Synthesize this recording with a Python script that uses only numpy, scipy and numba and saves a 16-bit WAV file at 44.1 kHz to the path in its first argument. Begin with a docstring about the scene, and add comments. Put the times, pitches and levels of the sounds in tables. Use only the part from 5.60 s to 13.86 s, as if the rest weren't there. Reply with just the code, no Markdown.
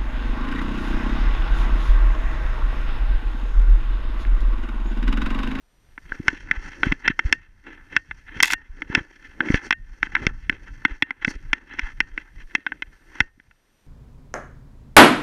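"""Faint hiss, a thin whine and a low rumble lead into irregular hard knocks with rustle and swishes between them.
A small camera in a sealed plastic housing rides on the harness of a dog that runs through a snowy wood.
Strides knock the housing in its mount, straps and fur rub it, the body bumps it, a twig hits and scrapes it.
Knocks, twig, thuds and rubbing excite one set of shell modes; a metal part rings after some knocks.
Pressure pulses make the bumps, lumpy low noise the sway, shaped noise and sines the hiss and whine."""
import sys
import numpy as np
from scipy import signal
from scipy.fft import rfft, irfft
from scipy.io import wavfile
from scipy.ndimage import uniform_filter1d
from numba import njit

SR = 44100
rng = np.random.default_rng(int(sys.argv[2]) if len(sys.argv) > 2 else 0)


def put_to_file(sound):
    """Save the sound as 16-bit audio at rate SR, in the file named by the first command-line argument."""
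    columns = np.atleast_2d(sound).T  # one column per channel
    safe = np.clip(columns, -1, 1)
    whole_steps = np.round(safe * 32767)
    wavfile.write(sys.argv[1], SR, whole_steps.astype(np.int16))


N = 364486

# modes of the housing: mode_hz, struck_db (relative), t60_s, rubbed_db (relative resonance height)
SHELL_MODES = [(288, 9.5, 0.025, 6), (432, -6.5, 0.0032, -5.5), (481, -6.5, 0.012, -12.5),
               (840, -3.5, 0.01, -12), (1120, -30, 0.0037, -17.5), (1336, -16.5, 0.026, -8.5),
               (1530, -3.5, 0.027, -6.5), (1748, -3.5, 0.026, -2), (2070, 2.5, 0.017, -6.5),
               (2436, -8.5, 0.02, -16.5), (2638, -3.5, 0.022, -12.5), (3180, -6.5, 0.02, -16),
               (3392, -3.5, 0.014, -22), (4046, -16, 0.014, -25.5), (4410, -1.5, 0.0076, -3),
               (4670, -16, 0.024, -0.5), (5377, 8.5, 0.0054, -6), (6030, -15, 0.0023, -6.5),
               (5690, -0.5, 0.0036, -1.5), (6600, 1.5, 0.0012, -12.5), (7270, -23.5, .008, -12),
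               (8500, -27.5, .004, -21.5), (8830, -18.5, 0.0044, -14.5), (9300, -28, 0.0024, -25.5),
               (11200, -31, 0.016, -21.5)]
# the body in motion: time_s, rumble_db, rustle_db (steady fur rustle, before the band offsets)
BODY_MOTION = [(0, -61.5, -87), (.45, -43.5, -67), (1.05, -37.5, -47.5), (1.65, -49.5, -66.5),
               (1.95, -48.5, -70), (2.5, -47, -63.5), (3.1, -47, -67.5), (3.45, -49.5, -60.5),
               (4.05, -45.5, -72.5), (4.35, -43.5, -61), (4.65, -37.5, -64.5), (5.25, -44, -57.5),
               (5.55, -54.5, -78), (5.85, -42.5, -59.5), (6.15, -48, -71.5), (6.5, -43, -62),
               (7.05, -50, -67), (7.4, -47, -76), (8.25, -63.5, -78.5)]


def undb(db):
    """Amplitude ratio of a level in dB."""
    return 10 ** (np.asarray(db) / 20)


def level(x, db):
    """Scale to an RMS level in dB."""
    return x * undb(db) / np.sqrt(np.mean(x ** 2))


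def band(x, lo_hz, hi_hz, order=2):
    """Butterworth band-pass."""
    return signal.sosfilt(signal.butter(order, [lo_hz, hi_hz], "band", fs=SR, output="sos"), x)


def walk(rate_hz):
    """Random levels held 1 / rate_hz s and slewed twice; spread near 0.7."""
    hold = int(SR / rate_hz)
    steps = np.repeat(rng.standard_normal(N // hold + 1), hold)
    slewed = uniform_filter1d(uniform_filter1d(steps, hold), hold)
    return 0.98 * slewed[:N]


def add(out, start_s, x):
    """Mix x into out from start_s on."""
    i = int(start_s * SR)
    out[i:i + len(x)] += x[:N - i]


def curves(table):
    """Columns after the time, interpolated to every sample."""
    time_s, *columns = np.transpose(table)
    return [np.interp(np.arange(N) / SR, time_s, c) for c in columns]


def rings(modes):
    """Decaying sine of each mode after one sharp tap; opposite signs of neighbours make the sum build up first."""
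    hz, db, t60_s = np.transpose(modes)[:3, :, None]
    t = np.arange(12000) / SR
    signs = (-1.) ** np.arange(len(modes))[:, None]
    decay = np.exp(-np.log(1000) * t / t60_s)
    return signs * undb(db) * np.sin(2 * np.pi * hz * t) * decay


def shell(ring, centre_hz, gains, octaves=0.24, top_hz=7600):
    """Bass, middle and treble answer of the housing; the place of contact favours middle modes near centre_hz."""
    hz = np.array(SHELL_MODES)[:, 0]
    low, high = hz < 600, hz > 4100
    near = 1 / (1 + (np.log2(hz / centre_hz) / octaves) ** 2)
    weights = low, near * ~(low | high), high
    bass, mid, treble = ((gains * w) @ ring[:, :3000] for w in weights)
    return band(bass, 100, 700), band(mid, 720, 4200, order=4), band(treble, 3700, top_hz, order=4)


def electronics():
    """Amplifier hiss as shaped noise, and the thin whine of the circuit as steady sines."""
    # hiss spectrum: freq_hz, density_db (relative, per Hz)
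    hiss_shape = [(60, -4.5), (200, -2), (1000, -9.5), (3000, -13.5), (4500, -17), (7000, -21.5),
                  (12500, -28), (13200, -44), (15000, -68)]
    # whine: freq_hz, level_db (RMS)
    whine_tones = [(5846, -79.5), (8780, -80.5), (11719, -82), (14626, -88)]
    hz, db = np.transpose(hiss_shape)
    f = np.arange(N // 2 + 1) * SR / N
    gain = undb(np.interp(np.log(f + 1), np.log(hz), db))
    hiss = irfft(rfft(rng.standard_normal(N)) * gain, N)
    t = np.arange(N) / SR
    whine = sum(np.sqrt(2) * undb(tone_db) * np.sin(2 * np.pi * tone_hz * t) for tone_hz, tone_db in whine_tones)
    return level(hiss, -66) + whine


@njit
def follow(x, held, fall):
    """Peak level that jumps up at once and sinks by the factor fall per sample."""
    y = np.empty(len(x))
    for i in range(len(x)):
        held = max(abs(x[i]), held * fall)
        y[i] = held
    return y


def duck(noise, moving):
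    """Loud peaks of the moving sound turn the gain of hiss and whine down; it recovers slowly."""
    threshold_db, recover_db_per_s, start_db = -10.5, 15, -6
    peak = follow(moving, float(undb(start_db)), float(undb(-recover_db_per_s / SR)))
    return noise * np.minimum(undb(threshold_db) / peak, 1)


def swaying():
    """Lumpy low pressure, as band-limited noise, as the harness shifts on the back."""
    lumps = band(rng.standard_normal(N) * undb(5.8 * walk(23)), 4, 180)
    rumble_db = curves(BODY_MOTION)[0]
    return undb(rumble_db) * level(band(lumps, 22, 32, order=1), 0)


def pressure():
    """Bass, middle and treble rubbing level in dB: steady rustle plus swishes that climb and drop linearly in dB."""
    # straps and fur swish over the housing: loudest_s, rise_s, fall_s, bass_db, mid_db, treble_db
    swishes = [(.546, 0.12, 0.044, -51, -46.5, -61.5), (0.704, 0.21, 0.21, -45, -37.5, -55.5),
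               (0.935, 0.14, 0.14, -44, -37, -75), (1.054, 0.099, 0.13, -66, -41.5, -60),
               (1.256, 0.12, 0.14, -37, -35, -55.5), (1.457, 0.036, 0.032, -37, -26, -61),
               (1.512, 0.063, 0.013, -43.5, -29.5, -60), (1.68, 0.15, 0.13, -43.5, -39, -58),
               (2.066, 0.035, 0.24, -46.5, -40, -72.5), (2.15, 0.12, 0.018, -66, -43, -66),
               (2.355, 0.098, 0.059, -43.5, -37.5, -60.5), (2.688, 0.04, 0.027, -53, -38.5, -67),
               (2.759, 0.09, 0.3, -43, -38, -59), (3.185, 0.093, 0.16, -52.5, -53, -68.5),
               (3.378, 0.15, 0.054, -32.5, -32.5, -55.5), (3.664, 0.21, 0.094, -54, -51.5, -65.5),
               (3.844, 0.11, 0.23, -35.5, -39, -86), (3.957, 0.22, 0.091, -41.5, -29, -48),
               (4.062, 0.083, 0.051, -44.5, -38.5, -50), (4.462, 0.096, 0.039, -60, -40, -60),
               (4.625, 0.2, 0.14, -42, -36.5, -58), (4.918, 0.029, 0.19, -45.5, -44, -67.5),
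               (5.079, 0.12, 0.051, -57.5, -51.5, -61.5), (5.31, 0.076, 0.07, -42.5, -39.5, -62.5),
               (5.353, 0.071, 0.05, -59, -47, -62), (5.447, 0.057, 1, -61.5, -51.5, -83),
               (5.625, 0.037, 0.12, -54, -36.5, -64), (5.706, 0.051, 0.028, -42, -33, -46),
               (5.755, 0.096, 0.03, -46, -46, -60.5), (5.964, 0.18, 0.29, -57.5, -53.5, -89),
               (6.11, 0.041, 0.47, -55.5, -43.5, -78), (6.266, 0.22, 0.11, -52, -41.5, -57.5),
               (6.428, 0.11, 0.25, -58, -57.5, -78.5), (6.602, 0.064, 0.11, -53, -48, -67),
               (6.816, 0.12, 0.041, -53.5, -45, -65), (6.976, 0.13, 0.11, -53.5, -54.5, -77.5),
               (7.089, 0.076, 0.38, -53.5, -55, -90.5), (7.356, 0.14, 0.078, -76, -55, -72.5),
               (7.601, 0.25, 0.1, -50, -44.5, -61.5)]
    range_db = 28  # climb in rise_s, drop in fall_s
    rustle_offset_db = np.array((-5, 3, -11.5))  # bass, middle, treble
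    t = np.arange(N) / SR
    power = undb(2 * (curves(BODY_MOTION)[1] + rustle_offset_db[:, None]))
    for loudest_s, rise_s, fall_s, *db in swishes:
        before, after = (loudest_s - t) / max(rise_s, .01), (t - loudest_s) / max(fall_s, .01)
        drop_db = range_db * np.maximum(before, after)
        power = power + undb(2 * np.array(db))[:, None] * undb(-2 * drop_db)
    return 10 * np.log10(power)


def rubbing(ring):
    """Dense uneven slips and crumbs keep the modes ringing; two places of contact shift the colour."""
    patchy_db = 1.6 * walk(45) + 3.8 * walk(220)
    crumb_on = rng.random(N) < 160 / SR  # about 160 per s
    crumbs = 1 + crumb_on * undb(10 + 2.5 * rng.exponential(size=N))
    _, struck_db, t60_s, rubbed_db = np.transpose(SHELL_MODES)
    gains = undb(rubbed_db - struck_db) / t60_s  # a long ring piles up, so divide by its length
    out, levels_db = 0, pressure()
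    for place_hz in (1100, 2700):
        parts = shell(ring, place_hz, gains, octaves=0.92, top_hz=12800)
        for part, db in zip(parts, levels_db):
            uneven = rng.standard_normal(N) * crumbs * undb(patchy_db + 4.1 * walk(30))
            slips = level(uneven, db - 1.0)
            unit_part = part / np.sqrt(np.sum(part ** 2))
            out = out + signal.oaconvolve(slips, unit_part)[:N]
    # an airy edge of the last treble slips reaches the microphone directly
    return out + undb(-10.0) * band(slips, 3800, 7600, order=1)


def bumps():
    """The body shoves the camera: slow pressure pulses; the air leaks away behind each, so they swing back."""
    # shoves: centre_s, peak_db (before the band-pass), width_ms (at half height)
    shoves = [(0.515, -23.5, 18), (0.598, -24, 1.7), (0.683, -12.5, 1.24), (0.978, -18, 8.9),
              (1.269, -13.5, 3.7), (1.298, -11, 12), (1.656, -8, 6.7), (1.716, -29, 5.7),
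              (2.766, -26.5, 2.3), (2.78, -31.5, 5.7), (3.103, -24.5, 10.6), (3.301, -17, 1.58),
              (3.376, -20.5, 3.7), (3.41, -27.5, 3.4), (3.9036, -12.5, 3.9), (3.943, -9.5, 5.6),
              (4.514, -43, 3.4), (4.536, -32.5, 1.7), (4.62, -23.5, 3.3), (4.669, -5.5, 1.25),
              (4.711, -28.5, 1.6), (5.105, -31.5, 4.7), (5.318, -18.5, 10.4), (5.679, -24.5, 30),
              (5.76, -21, 9.9), (5.907, -22.5, 16), (6.236, -15, 11), (6.533, -23.5, 17.6),
              (6.769, -29, 11), (6.838, -23, 21), (7.613, -19, 5.9)]
    out, t = np.zeros(N), np.arange(-2000, 2000) / SR
    for centre_s, db, width_ms in shoves:
        pulse = np.exp(-4 * np.log(2) * (1000 * t / width_ms) ** 2)
        add(out, centre_s + t[0], undb(db) * pulse)
    return band(out, 19, 490)


def twig_scrape(ring):
    """A twig drags over the housing: clustered ticks through the modes, and sharp grit with bright snags."""
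    # bright snaps of the twig: time_s, snag_db (over the ticks)
    snags = [(2.8276, 29), (2.8301, 29.5), (2.8562, 20), (2.8732, 10.5), (2.879, -2), (2.885, 1),
             (2.903, 4.5), (2.914, 12), (2.922, 10), (2.9335, 23.5)]
    (start_s, end_s), ticks_per_s, tick_decay_s = (2.828, 2.943), 800, .0009
    t = np.arange(N) / SR
    on = (t > start_s) & (t < end_s)
    hits = rng.random(N) < ticks_per_s / SR
    ticks = hits * rng.standard_normal(N) * undb(7 * walk(160)) * on
    decay = np.exp(-np.arange(200) / SR / tick_decay_s)
    tick = rng.standard_normal(200) * decay
    mid = shell(ring, 1900, 1., octaves=0.84)[1]
    body = signal.oaconvolve(ticks, np.convolve(tick, mid))[:N]
    for time_s, db in snags:
        add(ticks, time_s, undb([db]))
    grit = rng.standard_normal(N) * signal.oaconvolve(np.abs(ticks), decay)[:N]
    bright, top = band(grit, 2000, 8000), band(grit, 7000, 13500, order=4)
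    share = np.sqrt(on.mean())  # makes the levels RMS over the scrape alone
    return share * (level(body, -29) + level(bright, -26.0) + level(top, -42.5))


def thuds(ring):
    """Dull thuds of the mount on the back: a soft 3.9 ms push reaches only the lowest modes."""
    # thuds: start_s, peak_db
    soft_pushes = [(0.598, -19), (1.267, -13.5), (1.313, -21), (1.499, -15), (3.298, -40), (3.375, -18),
                   (3.803, -29), (3.901, -6.5), (3.941, -22.5), (4.665, -24), (4.896, -54), (5.252, -21),
                   (5.675, -14.5), (5.759, -38), (5.424, -22), (7.066, -41.5), (7.603, -17), (7.775, -48)]
    bass = shell(ring, 1700, 1.)[0]
    thud = np.convolve(bass, np.hanning(int(0.0039 * SR)))
    out = np.zeros(N)
    for start_s, db in soft_pushes:
        add(out, start_s, undb(db) * thud / np.abs(thud).max())
    return out


def clinks():
    """A metal part of the mount rings on after hard knocks; its ring fades in over 2.5 ms."""
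    # modes of the metal part: mode_hz, level_db (relative), t60_s
    metal_modes = [(1836, 0, .21), (2751, -8, .11)]
    # clinks: start_s, gain_db (on the summed modes)
    strikes = [(0.684, -38), (1.48, -34), (1.594, -38), (1.725, -31.5), (2.367, -37), (2.934, -28.5),
               (4.111, -30), (5.253, -34.5), (5.426, -35.5), (5.932, -37), (6.403, -36.5), (6.951, -39.5),
               (7.066, -45), (7.605, -36)]
    out, metal = np.zeros(N), rings(metal_modes).sum(axis=0)
    pickup = np.minimum(np.arange(len(metal)) / 110.0, 1)
    for start_s, db in strikes:
        add(out, start_s, undb(db) * metal * pickup)
    return out


def knocks_and_twig_hits(ring):
    """Mount knocks and twig hits: each contact and quick weaker ones after it ring the modes a little differently."""
    # the housing knocks in its mount; the close run from 2.827 to 2.934 s is the twig hitting it:
    # time_s, peak_db, colour_centre_hz, bass_db, treble_db (both relative to the middle)
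    contacts = [(0.378, -22.5, 1710, -17.5, -57), (0.5199, -11.5, 1540, -16, -84),
                (0.6815, 0.9, 1790, -25, -19.5), (0.7303, -24, 1930, 7, -12),
                (0.9122, -1.5, 1680, -23.5, -28), (1.2324, -0.6, 1430, -20, -33),
                (1.316, -22, 1400, -22, -43), (1.3216, -5, 1910, -5.5, -23.5),
                (1.4779, -4.5, 2010, -18, -19), (1.4801, -1, 1960, -28, -18),
                (1.5924, -4.5, 1610, -23, -21.5), (1.7262, 2.24, 2030, -24.5, -15),
                (2.0695, -34, 1470, -8.5, -43), (2.365, -1, 1860, -26.5, -19.5),
                (2.5113, -18, 1530, -22.5, -47), (2.803, -1.3, 1840, -28, -19), (2.8269, -6, 2390, -16, -2),
                (2.832, 3.7, 2170, -45, -10), (2.842, -13, 2400, -40, -18), (2.8465, -10, 2280, -45, -11),
                (2.8575, -16, 2120, -22, -16), (2.9039, -10.5, 2320, -37, -43),
                (2.9242, -12, 2030, -22, -11), (2.9314, -18, 1910, -23, -10), (2.934, -4, 1700, -23.5, -24),
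                (3.22, -13, 1550, -17.5, -30), (3.35, -0.55, 1700, -23, -14.5),
                (3.8052, -5, 1530, -19.5, -43.5), (3.886, -16, 2020, -25, -41),
                (3.9024, -15.5, 2070, -5, -42), (3.9433, -4, 1880, -4, -27), (3.958, -29, 2000, -20, 4),
                (4.1077, -0.5, 2070, -26.5, -19), (4.126, -6, 1720, -24.5, -24.5),
                (4.4294, -2.5, 1500, -23.5, -30), (4.4687, -23.5, 1470, -12.5, -62),
                (4.5517, -4.5, 1800, -26.5, -27.5), (4.565, -11, 1580, -23, -55),
                (4.667, -2, 2000, -56, -14.5), (4.8961, -2, 2000, -18.5, -29),
                (4.9262, -24, 1540, -11.5, -39), (5.251, -0.74, 1660, -22.5, -29),
                (5.309, -34, 1530, -15, -32), (5.4234, 0.06, 2010, -23.5, -24),
                (5.507, -12.5, 1830, -24, -32), (5.6478, -4.5, 1790, -27.5, -21.5),
                (5.679, -9.5, 1450, -5.5, -34), (5.9314, 0, 1870, -23.5, -22.5),
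                (6.1363, -43, 1780, -14, 2), (6.187, -19, 1640, -23, -48), (6.193, -7.5, 1860, -24.5, -21),
                (6.404, -1.9, 2020, -22.5, -19.5), (6.5774, -11, 1630, -19.5, -38),
                (6.951, -3, 2070, -21.5, -19.5), (7.0651, -9, 1490, -23.5, -34),
                (7.12, -15, 1480, -22, -45), (7.222, -13, 2030, -22.5, -25.5), (7.604, 0, 1950, -24, -19.5),
                (7.799, -35.5, 1560, -12.5, -29), (7.9111, -42, 1510, -46.5, -29)]
    chatter_decay_s, build_up_s = 0.0046, 0.00079
    snap_s, tail_db = 0.0037, -5.5  # the first swing is damped fast and leaves a weaker ring
    out, t = np.zeros(N), np.arange(256) / SR
    chatter = rng.standard_normal((len(contacts), len(t)))
    spread = rng.standard_normal((len(contacts), len(SHELL_MODES)))
    for (time_s, db, centre_hz, bass_db, treble_db), c, g in zip(contacts, chatter, spread):
        push = (t == 0) + 0.078 * c * np.exp(-t / chatter_decay_s)
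        # the duller the sound, the longer the contact lasts
        touch = np.hanning(3 + int(.6 * np.clip(-treble_db - 30, 0, 30)))
        push = np.convolve(push, touch)
        # a dull contact wakes fewer modes
        octaves = 0.75 * undb(0.1 * (treble_db + 20))
        parts = shell(ring, centre_hz, undb(1.5 * g), octaves, top_hz=10200)
        low, mid, high = (signal.fftconvolve(p, push) for p in parts)
        age_s = np.arange(len(mid)) / SR
        damping = np.exp(-age_s / snap_s) + undb(tail_db)
        envelope = damping * (1.15 - np.exp(-age_s / build_up_s))
        low, mid, high = (p / np.abs(p).max() for p in (low, mid * envelope, high * envelope))
        sound = mid + undb(bass_db) * low + undb(treble_db) * high
        add(out, time_s - .0005, undb(db) * sound / np.abs(sound).max())
    return out


def scene():
    """Mix all sounds of motion over the ducked hiss and whine."""
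    ring = rings(SHELL_MODES)
    moving = swaying() + rubbing(ring) + bumps() + twig_scrape(ring) + thuds(ring) + clinks()
    moving = moving + knocks_and_twig_hits(ring)
    # the housing barely moves between its bass and middle modes
    notch_hz, notch_width_hz = 660, 90
    moving = signal.lfilter(*signal.iirnotch(notch_hz, notch_hz / notch_width_hz, SR), moving)
    return (moving + duck(electronics(), moving))[None]


def record(dry):
    """The loudest peaks are rounded at full scale and the top is cut at 15.9 kHz."""
    rounded = dry / (1 + np.abs(dry) ** 14) ** (1 / 14)
    return signal.sosfilt(signal.ellip(8, .2, 70, 15900, fs=SR, output="sos"), rounded)


dry = scene()
out = record(dry)
put_to_file(out)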